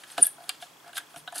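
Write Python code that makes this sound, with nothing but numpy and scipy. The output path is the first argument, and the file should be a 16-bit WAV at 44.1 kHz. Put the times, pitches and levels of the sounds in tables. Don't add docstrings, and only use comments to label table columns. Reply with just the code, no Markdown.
import sys
import numpy as np
from scipy import signal
from scipy.fft import rfft, irfft
from scipy.io import wavfile
from scipy.ndimage import uniform_filter1d

SR = 44100
rng = np.random.default_rng(int(sys.argv[2]) if len(sys.argv) > 2 else 0)


def wrap_up_sound(samples):
    columns = np.atleast_2d(samples).T
    tamed = np.clip(columns, -1, 1)
    steps = np.round(tamed * 32767).astype(np.int16)
    wavfile.write(sys.argv[1], SR, steps)


N = 61739


def undb(db):
    return 10 ** (np.asarray(db) / 20)


def level(x, db):
    return x * undb(db) / np.sqrt(np.mean(x ** 2))


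def band(x, lo_hz, hi_hz):
    return signal.sosfilt(signal.butter(3, [lo_hz, hi_hz], "bandpass", fs=SR, output="sos"), x)


def fade_60(t, t60_s):
    return np.exp(-np.log(1000) * t / t60_s)


def ring(x, hz, t60_s):
    pole = np.exp(2j * np.pi * hz / SR - np.log(1000) / (t60_s * SR))
    return signal.lfilter([1], [1, -pole], x).imag


def add(out, x, start_s):
    i = int(start_s * SR)
    out[i:i + len(x)] += x[:N - i]


def blip(peak_s, db, hz, width_ms):
    time = np.arange(N) / SR - peak_s
    swell = np.exp(-np.log(16) * (time * 1000 / width_ms) ** 2)
    return undb(db) * swell * np.sin(2 * np.pi * hz * time)


def hush():
    # pitch_hz, level_db (per Hz)
    hush_colour = [(25, -21.5), (70, -16), (120, -4), (160, -0.5), (200, -9), (280, -0.5), (500, -5),
                   (1000, 0), (1400, -6), (2500, -8.5), (4000, -12.5), (7000, -13), (10000, -15.5),
                   (15500, -18.5)]
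    # pitch_hz, side_minus_mid_db
    hush_width = [(100, -26), (400, -6), (2000, -2.5), (6000, -4), (12000, -26)]
    log_hz = np.log(np.maximum(np.arange(N // 2 + 1) * SR / N, 1))

    def curve(table):
        pitch_hz, db = np.array(table).T
        return undb(np.interp(log_hz, np.log(pitch_hz), db))

    mid, side = rfft(rng.standard_normal((2, N))) * curve(hush_colour)
    side = side * curve(hush_width)
    return level(irfft(np.array([mid + side, mid - side]), N), -54.5)


def rustle():
    # peak_s, rise_s, fall_s, then low_db, middle_db and treble_db of the grains
    rubs = [(.005, 0.0083, 0.057, -57, -55.5, -59), (0.126, 0.042, 0.044, -55, -52.5, -52.5),
            (0.248, 0.032, 0.024, -47.5, -44.5, -31.5), (.43, 0.012, 0.084, -60, -65, -58.5),
            (0.189, 0.013, 0.011, -41, -43.5, -52), (0.199, 0.0084, .01, -63, -61, -57),
            (1.111, 0.016, 0.03, -61.5, -62.5, -61.5), (0.507, 0.023, 0.01, -48, -49.5, -63),
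            (0.551, 0.015, 0.016, -61, -59.5, -75), (.625, 0.016, 0.031, -58, -49, -52),
            (0.876, 0.0098, 0.042, -55.5, -61, -66), (0.978, 0.022, 0.012, -45.5, -39.5, -39.5),
            (1.182, 0.016, 0.017, -64.5, -53, -47), (1.365, 0.016, 0.016, -45, -41.5, -37),
            (1.39, 0.0083, 0.036, -50, -45.5, -37)]
    # pitch_hz, width_hz, level_db
    rub_colours = [
        [(707, 300, -4.5), (1534, 530, 2)],
        [(3390, 1900, 0), (4850, 670, -4), (6870, 2000, -3.5)],
        [(8405, 800, -4), (9980, 900, 0), (11500, 1590, -3), (13000, 2440, -10.5)],
    ]
    grains_per_s, grain_spread_db = 4500, -0.5
    t, out = np.arange(N) / SR, np.zeros(N)
    for k, colour in enumerate(rub_colours):
        hits = rng.random(N) < grains_per_s / SR
        uneven = undb(grain_spread_db * rng.exponential(size=N))
        grains = hits * rng.standard_normal(N) * uneven
        tone, swell = 0, 0
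        for hz, width_hz, db in colour:
            part = band(grains, hz - width_hz / 2, hz + width_hz / 2)
            tone = tone + undb(db) * level(part, 0)
        for peak_s, rise_s, fall_s, *grain_db in rubs:
            rise = -((t - peak_s) / rise_s) ** 2
            fall = (peak_s - t) / fall_s
            swell = swell + undb(grain_db[k]) * np.exp(np.where(t < peak_s, rise, fall))
        out = out + swell * level(tone, 0)
    return out


def tick():
    first_s, ticks_per_s = .003, 30000 / 1001
    out = np.zeros(N)
    for k in range(42):
        db = -51 - 4 * (k % 2) + 2 * rng.standard_normal()
        out = out + blip(first_s + k / ticks_per_s, db, hz=3320, width_ms=3)
    return out


def unit(x):
    return x / np.sqrt(np.mean(x[:SR // 100] ** 2))


def taps():
    # start_s (before a small lag), crack_db (before the crack gain), then, before each
    # part's gain, box_db, low_panel_db, high_panel_db, plug_db, clip_db, latch_db, metal_db
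    tap_list = [(.035, -42, -59.5, -50, -42.5, -47.5, -45, -54, -50),
                (.1005, -44, -76, -64, -47.5, -54, -47, -54, -56),
                (.1785, -39, -26.5, -28.5, -37, -29.5, -32, -35.5, -35),
                (.233, -50.5, -57, -45.5, -39, -58.5, -43, -57, -37.5),
                (.267, -40, -66, -54, -39, -51, -67, -49, -38),
                (.381, -42, -48, -50.5, -65.5, -74, -68, -72, -65),
                (.403, -34, -46, -52.5, -55.5, -65, -66, -56.5, -61),
                (.421, -36, -52, -64, -56.5, -57.5, -68, -61, -62.5),
                (.437, -40, -51, -59, -58, -59, -51, -58, -53),
                (.492, -1.5, -43.5, -35.5, -43, -27.5, -30.5, -29.5, -29.5),
                (.623, -32, -39.5, -45, -42.5, -45, -40, -49.5, -51),
                (.841, -49.5, -55, -52, -50.5, -63, -66.5, -63.5, -66.5),
                (.861, -48, -49.5, -58.5, -57.5, -57.5, -61, -64, -64),
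                (.877, -43, -47, -52.5, -56, -56.5, -61, -56.5, -55),
                (.891, -48, -53.5, -50, -48, -56.5, -61.5, -69, -58),
                (.93, -31, -57, -52, -42.5, -48.5, -49, -58, -55),
                (.954, -36, -53, -60, -69, -50, -41, -56, -59),
                (.9685, -6, -59, -34, -31.5, -39.5, -34, -46, -44),
                (.978, -23, -52.5, -33, -28, -37, -31.5, -45, -35),
                (1.001, -45, -55.5, -56, -43.5, -52, -51, -66, -63),
                (1.141, -44, -47, -46, -58, -54, -60.5, -62, -55),
                (1.16, -41.5, -43.5, -43.5, -48.5, -43.5, -49, -62, -47.5),
                (1.275, -31.5, -40, -34, -40.5, -45.5, -34.5, -53, -53),
                (1.323, -38, -39.5, -45, -45, -51, -52, -57, -46.5),
                (1.357, -45, -43.5, -45.5, -52, -64, -63, -42.5, -40),
                (1.38, -36, -54, -56, -51, -46, -64, -38, -33)]
    # pitch_hz, level_db, t60_s
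    box = [(705, 0, .045), (765, -8, .03), (960, -16, .03)]
    low_panel = [(1200, -8, .03), (1400, -1, .03), (1510, 0, .035)]
    high_panel = [(1670, 0, .06), (1960, -8, .02)]
    plug = [(2350, -5, .02), (2560, -3, .025), (2810, 0, .035), (3060, -2, .03)]
    clip = [(3320, -4, .02), (3560, 0, .03), (3770, -2, .035), (3980, -5, .02)]
    latch = [(4300, -1, .015), (4650, 0, .015), (4950, -3, .015)]
    metal = [(8300, -6, .015), (9200, 0, .02), (9750, -3, .015), (10600, -8, .012), (11500, -10, .01)]
    part_gain_db = [-2, -5.5, -8, -6, -6, -5, -4.5]
    contact_s = [.0035, .003, .003, .0035, .003, .003, .0035]
    # from_hz, to_hz
    part_range = [(560, 1080), (1150, 1620), (1450, 2250), (2150, 3200), (3150, 4200), (4100, 5500),
                  (6200, 12500)]
    bare_db = [-15, -8, -10, -8, -6, -4, -5]
    crack_gain_db, crack_fade_s, lag_s = -22, .001, .0003
    spread_db, detune = 2.5, .015

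    out, t = np.zeros(N), np.arange(SR // 6) / SR
    parts = (box, low_panel, high_panel, plug, clip, latch, metal)
    for start_s, crack_db, *part_db in tap_list:
        rattle = rng.standard_normal(len(t))
        rattle[0] = 3
        crack = band(rattle * np.exp(-t / crack_fade_s), 900, 12860)
        tap = undb(crack_db + crack_gain_db) * crack
        for k, modes in enumerate(parts):
            fade = np.exp(-t / contact_s[k])
            rings = 0
            for hz, db, t60_s in modes:
                level_luck, pitch_luck = rng.standard_normal(2)
                hz = hz * (1 + detune * pitch_luck)
                drive = np.cos(2 * np.pi * hz * t) if k == 0 else rattle
                rings = rings + undb(db + spread_db * level_luck) * unit(ring(fade * drive, hz, t60_s))
            bare = unit(band(fade * rattle, *part_range[k]))
            sound = unit(band(rings, *part_range[k])) + undb(bare_db[k]) * bare
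            tap = tap + unit(sound) * undb(part_db[k] + part_gain_db[k])
        add(out, tap, start_s + lag_s)
    return out


def squeaks():
    # peak_s, level_db, pitch_hz, width_ms
    squeak_list = [(.1185, -37, 8300, 4), (.214, -27, 9430, .9), (.2179, -22, 9580, .9),
                   (.2222, -17, 9850, 2.2), (.2245, -12.5, 9650, 3), (.2278, -.5, 9430, 2.7),
                   (.2315, -1.5, 9330, 1.1), (.2328, -8, 9000, 1.1), (.2349, -9.6, 9140, 1.3),
                   (.2374, -16.5, 9240, 1.4), (.2282, -23, 10550, 2), (.2335, -19, 8350, 2.5),
                   (.264, -27, 8550, 2), (1.162, -43, 5700, 3), (.2545, -33, 3450, 4),
                   (.2525, -38, 4700, 2), (.24, -19, 9180, 1.2), (.2432, -22.6, 8880, .8),
                   (.2459, -17.5, 9100, .9), (.255, -23, 9410, 1.2), (.2572, -21, 9310, .9),
                   (.2771, -24.6, 10750, 1.9), (.2688, -16, 10650, 3.6), (.2688, -17, 11400, 3),
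                   (.4934, -19, 9300, 1.2), (.4933, -21, 4650, 1.3), (.9815, -26, 12000, 1.1),
                   (1.3649, -27, 9290, 1.4), (1.3804, -27, 9620, 1.2), (1.3828, -25, 9810, .9)]
    return sum(blip(*row) for row in squeak_list)


def bumps():
    # start_s, level_db (before the soft start and fade), pitch_hz, t60_s
    bump_list = [(0.179, -39, 301.5, 0.16), (0.186, -49, 156.4, 0.19), (0.182, -35.5, 512, 0.091),
                 (0.199, -35.5, 391, 0.054), (0.199, -42.5, 266, 0.13), (1.164, -50.5, 303, 0.15),
                 (1.169, -48, 153.4, 0.11), (1.216, -54.5, 156, 0.29), (1.367, -47, 298, 0.074)]
    out, t = np.zeros(N), np.arange(SR // 4) / SR
    soft_start = 1 - np.exp(-t / 0.00053)
    for start_s, db, hz, t60_s in bump_list:
        tone = np.sin(2 * np.pi * hz * t)
        add(out, undb(db) * soft_start * fade_60(t, t60_s) * tone, start_s)
    return out


def room(x):
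    # from_hz, to_hz, t60_s, mid_db, side_db
    tail_list = [(146, 520, 0.088, -19.5, -24), (1170, 7900, 0.26, -13.5, -24),
                 (5950, 22000, 0.23, -20, -29), (888, 5400, 0.0536, -19, -9.5)]
    t, tail = np.arange(SR // 2) / SR, 0
    soft_start = np.minimum(t / 0.0031, 1)
    for from_hz, to_hz, t60_s, *mid_side_db in tail_list:
        noise = band(rng.standard_normal((2, len(t))), from_hz, to_hz)
        part = noise * fade_60(t, t60_s) * soft_start
        even_out = np.sqrt(2 * np.log(1000) / (t60_s * SR))
        tail = tail + part * undb(mid_side_db)[:, None] * even_out
    mid, side = signal.fftconvolve(x[None], tail, axes=1)[:, :N]
    return np.array([mid + side, mid - side])


def scene():
    hands = taps() + bumps() + rustle() + squeaks()
    pan_db = 0.26
    direct = hands * undb([[pan_db / 2], [-pan_db / 2]])
    return direct + room(hands) + tick() + hush()


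def record(dry):
    low_cut_hz, top_hz = 85, 15690
    bass_cut = signal.butter(1, low_cut_hz, "highpass", fs=SR, output="sos")
    top_cut = signal.ellip(10, .2, 70, top_hz, fs=SR, output="sos")
    clipped = np.clip(signal.sosfilt(bass_cut, dry), -1, 1)
    return signal.sosfilt(top_cut, clipped)


dry = scene()
out = record(dry)
wrap_up_sound(out)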